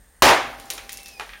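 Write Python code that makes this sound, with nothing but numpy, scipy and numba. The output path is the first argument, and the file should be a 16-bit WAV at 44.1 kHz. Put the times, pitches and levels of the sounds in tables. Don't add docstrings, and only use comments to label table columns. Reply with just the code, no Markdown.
import sys
import numpy as np
from scipy import signal
from scipy.fft import rfft, irfft, next_fast_len
from scipy.io import wavfile
from numba import njit

SR = 44100
rng = np.random.default_rng(int(sys.argv[2]) if len(sys.argv) > 2 else 0)


def output_pcm(signal):
    pcm = np.clip(np.atleast_2d(signal).T, -1, 1) * 32767
    wavfile.write(sys.argv[1], SR, np.round(pcm).astype(np.int16))


N = 61739
BURST_S = 0.2218


def undb(db):
    return 10 ** (np.asarray(db) / 20)


def unit(x):
    return x / np.sqrt(np.mean(x ** 2))


def clock():
    return np.arange(N) / SR


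def along(points, hz):
    f, v = np.array(points, float).T
    return np.interp(np.log(hz + 1e-9), np.log(f), v)


def shape(x, gain):
    size = next_fast_len(N + N // 8)
    hz = np.maximum(np.arange(size // 2 + 1) * SR / size, 1)
    return irfft(rfft(x, size) * gain(hz), size)[:N]


def noise(spectrum):
    return unit(shape(rng.standard_normal(N), lambda f: undb(along(spectrum, f))))


def drift(rate_hz):
    return unit(shape(rng.standard_normal(N), lambda f: np.exp(-(f / rate_hz) ** 2)))


def fade(t60):
    return np.exp(-np.log(1000) * clock() / t60)


def at(x, start):
    return np.concatenate([np.zeros(int(start * SR)), x])[:N]


def ring(modes):
    return sum(undb(db) * fade(t60) * np.sin(2 * np.pi * hz * clock()) for hz, db, t60 in modes)


def high_pass(x, hz, order=2):
    return signal.sosfilt(signal.butter(order, hz, "high", fs=SR, output="sos"), x)


def tilted(x, db_per_octave, pivot_hz):
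    return shape(x, lambda f: undb(db_per_octave * np.clip(np.log2(f / pivot_hz), -2, 2)))


def room_tone(rumble_hz=44.7, width_hz=11):
    # (frequency [Hz], relative level [dB])
    hiss_spectrum = [(59, -27), (100, 1.5), (147, -3), (197, 2), (283, -6.5), (801, -10), (1420, -12.5),
                     (1800, -3.5), (2270, -17), (5770, -20), (6560, -15.5), (7610, -16), (8460, -5),
                     (10200, -19), (16000, -18.5)]
    rumble = unit(shape(rng.standard_normal(N), lambda f: 1 / (1 + ((f - rumble_hz) / width_hz) ** 2)))
    return undb(-57) * noise(hiss_spectrum) + undb(-52) * rumble


def grit(grains_per_s=840, spread_db=2.5, fade_db_per_s=5):
    # (frequency [Hz], relative level [dB])
    grit_spectrum = [(200, -1.5), (500, 7.5), (900, 2), (1400, -4), (2500, 0), (4000, -3.5), (6000, -1),
                     (8000, -14), (10000, -5.5), (13000, -7), (16000, -11)]
    landings = rng.random(N) < grains_per_s / SR
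    grains = landings * undb(spread_db * np.minimum(rng.exponential(size=N), 2))
    blurred_power = signal.fftconvolve(grains ** 2, fade(t60=0.017))[:N]
    patter = unit(np.sqrt(np.abs(blurred_power)) * noise(grit_spectrum))
    return at(high_pass(patter, hz=140) * undb(-48.5 - fade_db_per_s * clock()), BURST_S)


def spinning_bits(edge_s=0.0093, pitch_jitter=0.0088, flutter_db=2):
    # (time [s], pitch [Hz], level [dB])
    whines = [
        [(.92, 2590, -58), (.966, 2703, -52), (1.01, 2657, -49.5), (1.03, 2680, -52), (1.06, 2665, -51),
         (1.095, 2625, -47), (1.118, 2600, -63), (1.13, 2555, -49.5), (1.2, 2440, -50.5)],
        [(1.335, 1796, -46.5), (1.35, 1668, -56), (1.4, 1560, -54)],
    ]
    t, direct = clock(), np.zeros(N)
    for curve in whines:
        times, hz, db = np.array(curve).T
        pitch = np.interp(t, times, hz) * (1 + pitch_jitter * drift(rate_hz=144))
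        phase = 2 * np.pi * np.cumsum(pitch) / SR
        tone = undb(-0.5) * np.sin(phase) + undb(-7.5) * np.sin(2 * phase)
        gate = np.clip(1 + np.minimum(t - times[0], times[-1] - t) / edge_s, 0, 1)
        gain = undb(np.interp(t, times, db) + flutter_db * drift(rate_hz=60))
        direct += np.sqrt(2) * gate * gain * tone
    room = rng.standard_normal(N) * fade(t60=0.15)
    return direct + undb(-8) * signal.fftconvolve(direct, room / np.linalg.norm(room))[:N]


def heavy_body():
    # (time [s], level [dB])
    bumps = [(.705, -44), (.735, -46), (.779, -46)]
    # (frequency [Hz], relative level [dB])
    bump_spectrum = [(100, -20), (250, -8), (330, -1), (550, -2.5), (900, -6), (2000, -13.5), (4000, -25)]
    return sum(undb(db) * at(noise(bump_spectrum) * fade(t60=0.38), start) for start, db in bumps)


def hollow_piece(slap_s=0.0013, room_db=-9.5, shell_db=-14.5):
    # (time [s], level [dB], low cut [Hz], high cut [Hz])
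    bounces = [(1.1975, -25.5, 354, 9000), (1.2036, -38, 1990, 5800), (1.209, -27, 408, 6160),
               (1.222, -41, 403, 4030), (1.2925, -31.5, 1650, 5140), (1.3335, -30, 1500, 3760),
               (1.348, -41.5, 1470, 3070)]
    # (frequency [Hz], relative level [dB])
    slap_spectrum = [(200, -5), (600, -5), (800, 0.5), (1900, -2), (2700, -5), (6400, -16), (11000, -13),
                     (16000, -27)]
    # (frequency [Hz], relative level [dB], t60 [s])
    shell_modes = [(215, -2, 0.13), (440, -4, 0.16), (748, 1, 0.24), (837.5, 5.5, 0.27), (1152, 4.5, 0.093),
                   (1425, -4, 0.1), (1663, 6, 0.049), (1876, 1.5, .1), (2470, 1.5, 0.097),
                   (2440, -2.5, 0.15)]
    out = np.zeros(N)
    envelope = np.exp(-clock() / slap_s) + undb(room_db) * fade(t60=0.33)
    for start, db, low_hz, high_hz in bounces:
        blow = envelope * noise(slap_spectrum) + undb(shell_db) * ring(shell_modes)
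        band = signal.butter(2, [low_hz, high_hz], "band", fs=SR, output="sos")
        out += undb(db) * at(signal.sosfilt(band, blow), start)
    return out


def hard_bits(click_s=0.00055, boxes_db=-15, room_db=-19, resonance_octaves=0.19):
    # (time [s], level [dB], tilt [dB/octave], low cut [Hz], resonance [Hz], its lift [dB])
    strikes = [(0.599, -27.5, 1.5, 1980, 5940, -5), (0.657, -41, 7.5, 2960, 7000, 7),
               (.7025, -17, 5.5, 1860, 4240, 2.5), (0.7052, -19.5, -0.5, 1880, 4300, 2.5),
               (0.7087, -22.5, 6.5, 1910, 2260, 16), (0.7176, -32, -8, 1980, 3980, 9),
               (.7363, -31, 7.5, 4000, 10800, 6), (.7505, -33, 6.5, 4000, 10000, 5),
               (0.7788, -25.5, -4.5, 1386, 2470, 6), (.782, -25.5, -3.5, 1400, 2400, -4),
               (0.8931, -22, -1.5, 1850, 2090, 6), (0.8941, -27, 5.5, 2200, 4000, 4),
               (0.92, -30.5, 3, 3570, 6970, 5), (0.924, -36.5, 12, 3450, 7000, 3),
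               (0.9293, -44, -5, 3500, 11000, 0), (0.93, -25.5, 7, 3500, 7150, -1),
               (.9399, -35, 4, 3500, 13000, 13), (0.9726, -25, 3, 2030, 9900, 4),
               (0.987, -43.5, 4, 1810, 2160, 28), (1, -38, 6, 2030, 10100, -9),
               (1.0323, -34.5, 6, 3000, 9100, 1), (1.0597, -29, 0.5, 1950, 5370, 7.5),
               (1.07, -38, 7, 2500, 5530, 10), (1.0826, -32, 6, 3000, 5800, -6),
               (1.087, -32, 0.5, 2000, 5770, 8)]
    # (frequency [Hz], relative level [dB])
    click_spectrum = [(1000, 5.5), (5000, 0), (10000, -5), (16000, -13)]
    room_spectrum = [(1000, 4), (4000, 4), (10000, -6), (16000, -24)]
    out = np.zeros(N)
    envelope = np.exp(-clock() / click_s) + undb(boxes_db) * fade(t60=0.081)
    for start, db, tilt, low_hz, resonance_hz, lift_db in strikes:
        near = envelope * noise(click_spectrum)
        room = undb(room_db) * fade(t60=0.39) * noise(room_spectrum)
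        hit = shape(near + room,
                    lambda f: undb(lift_db * np.exp(-(np.log2(f / resonance_hz) / resonance_octaves) ** 2)))
        hit = tilted(hit, tilt, pivot_hz=4450)
        out += undb(db) * at(high_pass(hit, low_hz, order=3), start)
    return out


def room_tail(spectrum):
    # (frequency [Hz], t60 [s])
    decay_times = [(60, .6), (250, 0.42), (800, 0.47), (2000, 0.53), (5000, 0.53), (14000, 0.36)]
    wash, tail = noise(spectrum), 0
    centres_hz = np.geomspace(60, 15360, 9)
    for hz, share in zip(centres_hz, np.eye(len(centres_hz))):
        band = shape(wash, lambda f: np.interp(np.log(f), np.log(centres_hz), share))
        tail = tail + band * fade(along(decay_times, hz))
    return tail


def burst(crack_s=0.0022, build_s=0.0021, early_hold_s=0.078, early_t60_s=0.19):
    # (frequency [Hz], relative level [dB])
    crack_spectrum = [(100, -1), (500, -19), (1000, 2.5), (1500, 1), (2500, -31), (4000, -4), (6000, -20),
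                      (16000, -24.5)]
    # (frequency [Hz], relative level [dB])
    blast_spectrum = [(30, -25), (60, -37), (110, -18), (200, -19), (320, -3.5), (480, 0), (850, 3.5),
                      (1300, -2), (2200, -5), (5000, -18.5), (9000, -26.5), (16000, -41)]
    # (frequency [Hz], relative level [dB])
    spray_spectrum = [(800, -23), (1600, 1.5), (2500, -14), (4000, 0.5), (8000, -10.5), (16000, -25)]
    # (frequency [Hz], relative level [dB])
    boom_spectrum = [(50, -11), (100, 6.5), (180, -15), (270, 2.5), (450, -8.5), (700, 2), (1100, -0.5),
                     (2000, -4.5), (4000, -43)]
    # (frequency [Hz], level [dB], t60 [s])
    metal_modes = [(241.5, -45.5, 2.58), (555, -43, 1.8), (729, -33, .8), (793, -38, 2.89)]
    thump_hz, thump_delay_s, thump_width_s = 56.4, 0.023, 0.027
    t = clock()
    crack = undb(16.5) * np.exp(-t / crack_s) * noise(crack_spectrum)
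    swell = np.exp(-((t - thump_delay_s) / thump_width_s) ** 2)
    thump = undb(-14) * swell * np.sin(2 * np.pi * thump_hz * t)
    early_decay = np.exp(-np.log(1000) * np.maximum(t - early_hold_s, 0) / early_t60_s)
    early = undb(3) * noise(blast_spectrum) * early_decay
    tail = undb(-2.5) * room_tail(blast_spectrum)
    spray = undb(-1.5) * noise(spray_spectrum) * fade(t60=0.28)
    boom = undb(-34) * noise(boom_spectrum) * fade(t60=1.72)
    room = (1 - np.exp(-t / build_s)) * (early + spray + tail + boom)
    return at(crack + thump + room + ring(metal_modes), BURST_S)


def scene():
    mix = burst() + hard_bits() + hollow_piece() + heavy_body() + spinning_bits() + grit() + room_tone()
    return mix[None]


@njit
def follow(x, attack_s, release_s):
    out, level = np.empty(len(x)), 0.
    for i in range(len(x)):
        lag_s = attack_s if abs(x[i]) > level else release_s
        level += (abs(x[i]) - level) / (lag_s * SR)
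        out[i] = level
    return out


def record(dry, ceiling=0.65, knee=4, limit=0.36, notch_hz=7920, top_hz=15800):
    oversampled = signal.resample_poly(dry[0], 2, 1)
    clipped = oversampled / (1 + np.abs(oversampled / ceiling) ** knee) ** (1 / knee)
    x = signal.resample_poly(clipped, 1, 2)
    level = follow(x, attack_s=0.0015, release_s=0.095)
    x = x * np.minimum(1, limit / (level + 1e-9))
    x = high_pass(x, hz=39, order=1)
    x = signal.lfilter(*signal.iirnotch(notch_hz, Q=18, fs=SR), x)
    treble_cut = signal.ellip(8, 0.2, 70, top_hz, fs=SR, output="sos")
    return signal.sosfilt(treble_cut, x)[None]


dry = scene()
out = record(dry)
output_pcm(out)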